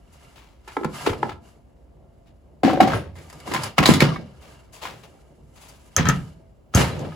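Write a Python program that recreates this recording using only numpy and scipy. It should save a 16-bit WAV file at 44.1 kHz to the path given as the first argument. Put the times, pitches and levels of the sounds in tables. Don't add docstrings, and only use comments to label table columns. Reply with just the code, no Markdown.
import sys
import numpy as np
from scipy import signal
from scipy.fft import rfft, irfft, next_fast_len
from scipy.io import wavfile
from scipy.ndimage import map_coordinates

SR = 44100
rng = np.random.default_rng(int(sys.argv[2]) if len(sys.argv) > 2 else 0)


def wav_out(sig):
    wavfile.write(sys.argv[1], SR, np.round(np.clip(np.atleast_2d(sig).T, -1, 1) * 32767).astype(np.int16))


N = 315315

# (frequency [Hz], likeness [0-1])
NEAR_LIKENESS = [(60, 1), (150, 0.93), (300, 0.57), (700, 0.61), (3000, 0.31), (6500, 0.43), (9000, 0.98)]
# (frequency [Hz], relative level per Hz [dB])
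FIZZ_SPECTRUM = [(4000, -10), (6500, 2.5), (9500, 4), (11500, -2.5), (14500, -6), (16500, -27)]
# (loudest time [s], build-up [s], hold [s], drone t60 [s],
# rattle level [dB], treble over rattle [dB], drone level [dB])
BENCH_SHAKES = [(0.234, 0.32, 0.048, 1.2, -56, -6, -67), (0.72, .1, 0.022, 1.1, -49.5, -7, -58),
                (0.953, 0.059, 0.15, 0.35, -38, -6.5, -45), (1.248, 0.27, 0.044, 0.37, -47.5, -12, -35.5),
                (1.452, 0.047, 0.048, 0.48, -58.5, -4, -80), (2.824, 0.074, 0.059, 0.46, -40, -24, -22),
                (2.939, 0.044, 0.013, 0.37, -50, -1, -22), (3.167, .03, 0.42, 0.59, -54.5, -4.5, -48.5),
                (3.477, 0.038, 0.029, 0.24, -39.5, -7, -34.5), (3.558, 0.13, 0.11, 0.26, -34.5, -10, -35.5),
                (3.781, 0.017, 0.039, .3, -35, -12.5, -50.5), (3.862, 0.012, 0.042, 0.4, -20.5, -8, -25),
                (4.016, 0.033, 0.037, 0.46, -26, -17, -23), (4.189, 0.036, 0.11, 1.4, -59.5, -11.5, -48.5),
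                (4.51, 0.28, 0.025, 0.86, -52.5, -6.5, -51.5), (4.859, 0.13, 0.029, 2.5, -56.5, -3, -49),
                (5.591, 0.14, 0.13, 1.1, -60.5, 0.5, -72), (5.86, 0.17, 0.028, .15, -64, 2, -70),
                (6.145, 0.27, 0.014, 0.74, -45, -6, -44.5), (6.759, 0.016, 0.062, 0.35, -24, -7.5, -19.5),
                (6.934, 0.067, 0.079, 1.5, -45.5, -10.5, -32)]
# (frequency [Hz], width [Hz], level [dB])
TICK_MODES = [(4700, 70, -8), (5020, 60, -6), (5400, 110, -14), (6620, 120, -12)]


def amp(db):
    return 10 ** (np.asarray(db) / 20)


def unit(x):
    return x / np.sqrt(np.mean(x ** 2) + 1e-20)


def along(points, hz):
    point_hz, value = np.transpose(points)
    return np.interp(np.log(hz + 1), np.log(point_hz + 1), value)


def wobble(knots_per_s):
    knots = rng.standard_normal(int(N * knots_per_s / SR) + 4)
    return map_coordinates(knots, [np.arange(N) * knots_per_s / SR])


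def filtered(x, response):
    m = next_fast_len(N + SR // 2)
    return irfft(rfft(x, m) * response(np.fft.rfftfreq(m, 1 / SR)), m)[..., :N]


def causal(points):
    magnitude = amp(along(points, np.fft.rfftfreq(4096, 1 / SR)))
    cepstrum = irfft(np.log(magnitude + 1e-6))
    cepstrum[1:2048] *= 2
    cepstrum[2049:] = 0
    impulse = irfft(np.exp(rfft(cepstrum)))[:2048]
    return impulse / np.linalg.norm(impulse)


def mid_side_angle(likeness, hz):
    return np.arccos(np.clip(along(likeness, hz), -1, 1)) / 2


def stereo(pair, likeness):
    def weights(hz):
        angle = mid_side_angle(likeness, hz)
        return np.array([np.cos(angle), np.sin(angle)])
    mid, side = filtered(pair, weights)
    return np.array([mid + side, mid - side])


def rings(modes):
    return lambda f: sum(amp(db) * 1j * f * w / (c * c - f * f + 1j * f * w) for c, w, db in modes)


def ringing(modes, t, rise_s):
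    hz, width_hz, db = np.transpose(modes)[:, :, None]
    phase = rng.uniform(0, 2 * np.pi, (1, len(hz), 1)) * [[[.45]], [[1]]]
    strength = amp(db + rng.normal(0, 2, (2, len(hz), 1)))
    sines = strength * np.sin(2 * np.pi * hz * t + phase) * np.exp(-np.pi * width_hz * t)
    return (1 - np.exp(-(t / rise_s) ** 2)) * sines.sum(axis=1)


def garage():
    # (frequency [Hz], relative level per Hz [dB])
    air_spectrum = [(15, -35.5), (35, 7), (60, 19), (120, -1.5), (250, -3.5), (500, -13), (800, -15.5),
                    (1100, -22.5), (2000, -30), (5000, -41.5), (11000, -41), (15500, -44.5), (16200, -60)]
    # (frequency [Hz], likeness [0-1])
    far_likeness = [(60, 0.96), (150, 0.39), (300, 0.23), (700, 0.03), (3000, 0.14), (9000, 0.93)]
    # (frequency [Hz], level [dB])
    faint_tones = [(232, -70), (371, -72), (538, -73), ]
    air_db, hum_db = -49.5, -69
    hum_start_hz, hum_sag_hz_per_s = 694, 7

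    noise = rng.standard_normal((2, N)) * amp(0.4 * wobble(7.9))
    air = filtered(noise, lambda hz: amp(along(air_spectrum, hz)))
    hum_hz = hum_start_hz - hum_sag_hz_per_s * np.arange(N) / SR
    port_phase = np.array([[0], [1.2]])
    tones = np.zeros((2, N))
    for hz, db in [(hum_hz, hum_db), *faint_tones]:
        level = amp(db + 4 * wobble(7))
        phase = 2 * np.pi * np.cumsum(hz + 4 * wobble(6)) / SR
        tones += level * np.sin(phase + port_phase)
    return amp(air_db) * unit(stereo(air, far_likeness)) + tones


def walls(x):
    # (frequency [Hz], t60 [s])
    wall_decay = [(100, 0.57), (1000, 0.24), (4000, 0.2), (12000, 0.042)]
    out = np.zeros((2, N + SR))
    step, delay = SR // 10, 250
    for start in range(0, N, step):
        hz, t, z = signal.stft(rng.standard_normal((2, SR // 2)), SR, nperseg=256)
        envelope = np.tanh(t / 0.0022) * amp(-60 * t / along(wall_decay, hz)[:, None])
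        tail = signal.istft(z * envelope, SR, nperseg=256)[1]
        block = x.mean(0)[None, start:start + step]
        echo = signal.fftconvolve(block, tail / np.linalg.norm(tail[0]), axes=1)
        out[:, start + delay:][:, :echo.shape[1]] += echo
    return stereo(out[:, :N], NEAR_LIKENESS)


def shaking(levels_db, rest_db, t60_factor):
    build_range_db = 20
    t = np.arange(N) / SR
    power = np.full(N, amp(2 * rest_db))
    for (s, build_s, hold_s, t60_s, *_), db in zip(BENCH_SHAKES, levels_db):
        rise_db = build_range_db * (s - t) / max(build_s, .005)
        fall_db = 60 * (t - s - hold_s) / max(t60_s * t60_factor, .02)
        below_db = np.maximum(rise_db, fall_db)
        power += amp(2 * (db - np.maximum(below_db, 0)))
    return np.sqrt(power)


def chinks(count):
    knocks_per_s = 220
    out = np.zeros((2, N))
    for hz in 450 * 9 ** rng.uniform(size=count):
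        knocks = (rng.uniform(size=(2, N)) < knocks_per_s / SR) * rng.standard_normal((2, N))
        fade = np.exp(-np.pi * (25 + hz / 45) / SR)
        poles = [1, -2 * fade * np.cos(2 * np.pi * hz / SR), fade ** 2]
        scrap = unit(signal.lfilter([1, 0, -1], poles, knocks))
        out += scrap / np.sqrt(count) * (hz / 2000) ** .5
    return out


def rattle():
    # (frequency [Hz], relative level per Hz [dB])
    scrap_spectrum = [(300, -24.5), (600, -1), (1200, 2.5), (2500, -3), (5000, -1.5), (7000, -17.5),
                      (9000, -60)]
    # (frequency [Hz], relative level per Hz [dB])
    panel_spectrum = [(18, -44), (30, -14.5), (140, 4.5), (183, -4), (304, -7), (401, -5.5), (447, -8),
                      (581, -5.5), (1200, -25), (1560, -57), (2640, -120)]
    chink_db = -8

    rattle_db, treble_db, drone_db = np.transpose(BENCH_SHAKES)[4:]
    grains = amp(1.5 * wobble(60) + 0.58 * wobble(400))
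    hiss = grains * rng.standard_normal((2, 2, N))
    scraps = .5 * hiss[0] + amp(chink_db) * chinks(count=20)
    chatter = unit(filtered(scraps, lambda hz: amp(along(scrap_spectrum, hz))))
    fizz = unit(filtered(hiss[1], lambda hz: amp(along(FIZZ_SPECTRUM, hz))))
    rumble = rng.standard_normal((2, N)) * amp(2.5 * wobble(25))
    drone = unit(filtered(rumble, lambda hz: amp(along(panel_spectrum, hz))))
    mix = shaking(rattle_db, rest_db=-76, t60_factor=0.82) * chatter
    mix += shaking(rattle_db + treble_db, rest_db=-81.5, t60_factor=0.77) * fizz
    mix += shaking(drone_db, rest_db=-57.5, t60_factor=1) * drone
    return stereo(mix, NEAR_LIKENESS)


def washer():
    # (frequency [Hz], width [Hz], relative level [dB])
    washer_modes = [(5870, 10, -7), (9880, 9.7, 5), (12300, 13, -8)]
    # (time [s], frequency [Hz], width [Hz], level [dB])
    single_notes = [(5.03, 780, 14, -52), (5.14, 780, 7, -56), (6.9, 452, 5, -37), (7.02, 310, 6, -40),
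                    (4.117, 1150, 60, -13), (4.157, 1160, 60, -16), (6.765, 2640, 20, -27),
                    (6.84, 1110, 8, -36), (6.915, 4000, 14, -42)]
    washer_s, washer_db = 2.94, -36.5
    out, t = np.zeros((2, N + SR)), np.arange(SR // 4) / SR
    out[:, round(washer_s * SR):][:, :len(t)] = amp(washer_db) * ringing(washer_modes, t, rise_s=0.0098)
    for s, *mode in single_notes:
        out[:, round(s * SR):][:, :len(t)] += ringing([mode], t, rise_s=0.004)
    return stereo(out[:, :N], NEAR_LIKENESS)


def bench():
    # (time [s], level before a common 9 dB cut [dB], centre [Hz], t60 at 150 Hz [s])
    bench_thumps = [(0.775, -12.5, 318, 0.085), (0.813, -16, 384, 0.22), (0.853, -5, 174, 0.057),
                    (1.073, 1.5, 412, 0.051), (1.099, -5, 66.73, 0.052), (1.239, -19.5, 224, 0.17),
                    (1.327, -23, 84.5, 0.056), (2.636, -2.5, 245, 0.32), (2.68, -15.5, 280, 0.08),
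                    (2.74, -6, 283.3, 0.11), (2.805, -2.5, 224, 0.27), (2.872, -24.5, 234, 0.078),
                    (2.946, -25.5, 93.5, 0.17), (3.061, -24.5, 82.3, 0.24), (3.514, -16, 347, 0.12),
                    (3.544, -16.5, 207, 0.17), (3.589, -20.5, 178.6, 0.13), (3.788, -0.5, 150.8, 0.089),
                    (3.801, -5, 286.7, 0.13), (3.89, 11, 207.7, 0.07), (3.91, 1, 155.6, 0.075),
                    (3.958, -20.5, 139.5, 0.091), (4.023, 7, 171, 0.055), (4.157, -23, 200.3, 0.19),
                    (5.428, -35, 124.1, 0.25), (5.972, -13.5, 90.6, 0.18), (5.995, 1, 131.8, 0.098),
                    (6.05, -7.5, 131.8, 0.24), (6.073, -5, 166, 0.039), (6.087, 0.5, 136, 0.081),
                    (6.751, 8.5, 78.4, 0.034), (6.779, 1, 135, 0.052), (6.804, -12.5, 179.2, 0.14),
                    (6.967, -21, 120, 0.45), (7.079, -22.5, 128, 0.27)]
    # (frequency [Hz], level [dB])
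    bench_modes = [(62, -1.5), (78, 10.5), (90, 8), (120, -6), (137, 1), (154, 6.5), (190, 0.5), (219, 3.5),
                   (276, 6.5), (300, -0.5), (346, 5), (400, 2)]
    push_db = 6

    out, t = np.zeros((2, N + SR)), np.arange(SR // 2) / SR
    hz, level_db = np.transpose(bench_modes)[:, :, None]
    for s, db, centre_hz, t60_s in bench_thumps:
        near_db = -20 * np.abs(np.log2(hz / centre_hz))
        strength = amp(level_db + near_db + rng.normal(0, 1.5, (2, len(hz), 1)))
        phase = rng.uniform(0, 2 * np.pi, (1, len(hz), 1)) * [[[.06]], [[1]]]
        mode_t60_s = max(t60_s, .02) * (150 / hz) ** 0.4
        modes = strength * np.sin(2 * np.pi * hz * t + phase) * amp(-60 * t / mode_t60_s)
        ring = (1 - np.exp(-t * centre_hz / .7)) * modes.sum(axis=1)
        u = 6 * t * centre_hz
        push = amp(push_db) * u * (u - 2) * np.exp(-u) * [[1], [0]]
        out[:, round(s * SR):][:, :len(t)] += amp(db - 9) * (ring + push)
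    return stereo(out[:, :N], NEAR_LIKENESS)


def contacts(table, modes, bright, ring_db, grit_db, bright_db, hiss_db, clatter_db, sharp_s, slope_db,
             pan_db, soften=0):
    # (frequency [Hz], relative level per Hz [dB])
    grit_spectrum = [(300, -15), (800, 7), (2500, 1.5), (5000, -8), (9000, -24.5), (16000, -47.5)]
    widen_at_full, dull_db_per_db = 1.2, 1.5
    sing_db = 19
    clean_db = 2
    side_spread = 0.6

    out, t = np.zeros((2, N + SR)), np.arange(SR // 2) / SR
    hz = np.fft.rfftfreq(SR, 1 / SR)
    grit = amp(grit_db) * rfft(causal(grit_spectrum), SR)
    edge = rfft(causal(FIZZ_SPECTRUM), SR)
    angle = mid_side_angle(NEAR_LIKENESS, hz)
    pan = amp(np.array([[pan_db], [-pan_db]]) / 2)

    def dying(life_s, rise_s):
        envelope = (1 - np.exp(-(t / rise_s) ** 2)) * amp(-60 * t / max(life_s, .004))
        return envelope * rng.standard_normal((2, len(t)))

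    for s, db, treble_db, centre_hz, t60_s in table:
        rise_s = sharp_s * amp(-soften * treble_db)
        detune = 1 + .006 * rng.standard_normal() + .006 * rng.standard_normal(len(modes))
        widen = 1 + widen_at_full * amp(db)
        struck = [(c * k, w * widen, level - slope_db * abs(np.log2(c / centre_hz)))
                  for (c, w, level), k in zip(modes, detune)]
        lifted = [(c, w, level + 1.5) for c, w, level in struck]
        dull_db = dull_db_per_db * min(treble_db - 5, 0)
        shine = [(c, w, level + dull_db * (c > 9000)) for c, w, level in bright]

        body_db = ring_db + clean_db * np.log2(0.13 / max(t60_s, .02))
        blow = amp(body_db) * ringing(struck, t, rise_s)
        blow += amp(treble_db + bright_db) * ringing(shine, t, rise_s / 2)

        knocks = amp(2.2 * np.repeat(rng.standard_normal(len(t) // 150), 150))
        scrape = rings([(centre_hz, .8 * centre_hz, -12)])(hz)
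        clatter = amp(clatter_db) * rfft(knocks * dying(t60_s, rise_s), SR)
        clatter = clatter * (amp(8.5) * rings(lifted)(hz) + grit + scrape)

        hiss = amp(-7.0) * dying(rise_s + 0.012, rise_s) + amp(hiss_db) * dying(0.32 * t60_s, rise_s)
        crack = amp(treble_db) * rfft(hiss, SR) * (edge + amp(sing_db) * rings(bright)(hz))

        total = rfft(blow * [[1], [side_spread]], SR) + clatter + crack
        mid, side = irfft(total * [np.cos(angle), np.sin(angle)], SR)[:, :len(t)]
        out[:, round((s - rise_s) * SR):][:, :len(t)] += amp(db) * pan * [mid + side, mid - side]
    return out[:, :N]


def gloves():
    # (time [s], level [dB], treble over level [dB], ring centre [Hz], clatter t60 [s])
    grips = [(0.133, -59.5, 10, 600, 0.41), (0.362, -49, -47, 680, 0.62), (2.269, -57, -21, 685, 0.2),
             (4.419, -51, -3, 695, 0.48), (4.733, -48.5, 3.5, 1240, 1), (4.822, -33, -23.5, 975, 0.41),
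             (5.04, -37.5, -1, 790, 0.11), (5.563, -49.5, 2.5, 764, 0.35), (5.616, -51, 2, 2100, 0.91),
             (5.692, -56, 22.5, 684, 0.22)]
    # (frequency [Hz], width before widening [Hz], level [dB])
    glove_modes = [(520, 300, -3), (900, 450, 0), (2400, 1400, -4)]
    return contacts(grips, glove_modes, TICK_MODES, ring_db=-28.5, grit_db=-10.0, bright_db=-30.5, hiss_db=-0.5,
                    clatter_db=-1.5, sharp_s=0.014, slope_db=0.0, pan_db=4.0)


def hammer_picked_up():
    # (time [s], level [dB], treble over level [dB], ring centre [Hz], clatter t60 [s])
    picked = [(0.679, -28.5, -17.5, 1210, 0.16), (0.77, -9.5, -52.5, 928, 0.02),
              (0.835, -24.5, -16.5, 1320, 0.039), (0.848, -12.5, -10, 862, 0.039),
              (1.065, -9, -43.5, 918, 0.076), (1.073, -10.5, -41.5, 683, 0.05),
              (1.095, -17.5, -28, 878, 0.085), (1.133, -21.5, -27.5, 1040, 0.061),
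              (1.232, -7.5, -31, 958, 0.02), (1.295, -20.5, -36, 987, 0.073),
              (1.319, -24, -45.5, 888, 0.057)]
    # (frequency [Hz], width before widening [Hz], level [dB])
    handle_modes = [(370, 60, -4), (500, 60, -10), (865, 85, 0), (1010, 80, -6), (1330, 70, -4),
                    (1700, 90, -7), (2050, 100, -9), (2320, 110, -8), (3100, 200, -16)]
    return contacts(picked, handle_modes, TICK_MODES, ring_db=5.5, grit_db=-7.5, bright_db=-26.5, hiss_db=5.0,
                    clatter_db=-5.5, sharp_s=.004, slope_db=3.5, pan_db=1.4)


def hammer_laid_down():
    # (time [s], level [dB], treble over level [dB], ring centre [Hz], clatter t60 [s])
    laid = [(2.634, -12, -26, 621.6, 0.51), (2.678, -14, -35, 527, 0.14), (2.699, -19, -29.5, 950, 0.13),
            (2.732, -18.5, -15.5, 510, 0.12), (2.774, -23, -23, 536, 0.072),
            (2.804, -5.5, -42.5, 743, 0.19), (2.874, -16.5, -19, 660, 0.35), (2.904, -21, -27, 1233, 0.4),
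            (2.92, -25.5, -19, 1682, 0.18), (2.935, -19.5, -19, 1470, 0.23)]
    # (frequency [Hz], width before widening [Hz], level [dB])
    tray_modes = [(330, 4, -14), (540, 60, -2), (754, 30, 1), (900, 70, -5), (1080, 55, -6), (1300, 70, -4),
                  (1600, 90, -2), (2000, 120, -6), (2680, 250, -12)]
    return contacts(laid, tray_modes, TICK_MODES, ring_db=12.5, grit_db=-12.0, bright_db=-4.0, hiss_db=-5.0,
                    clatter_db=-4.5, sharp_s=0.0025, slope_db=10.5, pan_db=2.5)


def sledge_dragged():
    # (time [s], level [dB], treble over level [dB], ring centre [Hz], clatter t60 [s])
    dragged = [(3.156, -41.5, -12.5, 1900, 0.32), (3.185, -42.5, -6.5, 1940, 0.3),
               (3.3, -38, -1, 1540, 0.13), (3.328, -42, 1, 1120, 0.18), (3.402, -42.5, 3.5, 2800, 0.092),
               (3.476, -29.5, -29.5, 997, 0.039), (3.514, -22, -19.5, 1045, 0.34),
               (3.537, -16, -7.5, 923, 0.2), (3.546, -16.5, -14, 1012, 0.14),
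               (3.563, -17, -16.5, 1010, 0.09), (3.635, -22.5, 1, 1080, 0.2),
               (3.782, -1.5, -43, 1207, 0.08), (3.828, -8.5, -22.5, 746, 0.25),
               (3.857, -2, -14, 3910, 0.12), (3.889, -10.5, -14, 1050, 0.2), (3.937, -13.5, -7, 3284, 0.23),
               (4.005, -5.5, -12.5, 1960, 0.13), (4.021, -1.5, -43.5, 555, 0.062),
               (4.161, -27.5, -45, 1753, 0.07), (4.853, -23, -17.5, 905, 0.24)]
    # (frequency [Hz], width before widening [Hz], level [dB])
    sledge_modes = [(350, 50, 2), (525, 55, 0), (775, 50, -3), (1012, 45, 1), (1190, 9, -27),
                    (1300, 90, -5), (1610, 90, -5), (1830, 80, 0), (2040, 60, -3), (2230, 36, -2),
                    (2950, 90, -7), (3300, 120, -6), (3660, 45, -4), (3960, 60, -3), (4540, 120, -8)]
    return contacts(dragged, sledge_modes, TICK_MODES, ring_db=0.0, grit_db=-10.0, bright_db=-1.5, hiss_db=-3.5,
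                    clatter_db=-5.0, sharp_s=0.0016, slope_db=11, pan_db=1.0)


def vise_tapped():
    # (time [s], level [dB], treble over level [dB], ring centre [Hz], clatter t60 [s])
    taps = [(5.9652, -22, 7, 1377, 0.19), (5.98, -11.5, -44.5, 555, 0.25), (6.055, -21.5, -14, 1343, 0.21),
            (6.069, -17, -37, 1263, 0.11), (6.088, -19, 1.5, 1570, 0.21), (6.096, -18, -15.5, 1284, 0.11),
            (6.739, -24, -20.5, 907, 0.3), (6.749, -21, 3.5, 701, 0.74), (6.773, -15.5, -32.5, 493.5, 0.37),
            (6.809, -21, -20.5, 443.6, 0.18), (6.849, -31, -28, 700, 0.3), (6.993, -48.5, 2.5, 1600, 0.25),
            (7.048, -38, -30.5, 900, 0.12), (7.122, -41, -35, 800, 0.12)]
    # (frequency [Hz], width before widening [Hz], level [dB])
    vise_modes = [(305, 9, -13), (450, 7, -13), (545, 40, -2), (720, 30, -6), (870, 8, -17), (1020, 45, -6),
                  (1285, 40, 4), (1580, 55, 0), (1720, 35, 2), (1840, 55, -2), (2270, 70, -8),
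                  (2700, 60, -10), (3190, 60, -4), (3980, 40, -12)]
    # (frequency [Hz], width [Hz], level [dB])
    face_modes = [(3190, 70, -20), (5150, 80, -16), (6350, 280, 0), (7250, 280, -8), (11100, 350, -13),
                  (14600, 300, -16)]
    return contacts(taps, vise_modes, face_modes, ring_db=1.5, grit_db=-5.0, bright_db=13.5, hiss_db=-11.5,
                    clatter_db=-5.5, sharp_s=0.00068, slope_db=5.5, pan_db=1.5, soften=.35)


def scene():
    tools = hammer_picked_up() + hammer_laid_down() + sledge_dragged() + vise_tapped() + gloves()
    thumps = bench()
    echo = walls(amp(-12.5) * tools + amp(-11) * thumps)
    return tools + thumps + echo + washer() + rattle() + garage()


def record(dry):
    # (frequency [Hz], left lead [rad])
    port_lead = [(300, 0), (700, -.4), (2500, .4), (7000, 0), (8800, -2.9), (9600, -3.8), (11000, -6.3),
                 (12800, -9.1), (13800, -9.7), (14800, -12.4), (16500, -12.8)]
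    bass_cut_hz, top_hz = 45, 16000

    def bass_cut(hz):
        return 1j * hz / (bass_cut_hz + 1j * hz)

    def port_response(hz):
        return bass_cut(hz) * np.exp(.5j * along(port_lead, hz) * np.array([[1], [-1]]))

    ports = filtered(dry, port_response)
    rounded = ports / (1 + np.abs(ports / 1.05) ** 6) ** (1 / 6)
    return filtered(rounded, lambda hz: bass_cut(hz) * (hz < top_hz))


dry = scene()
out = record(dry)
wav_out(out)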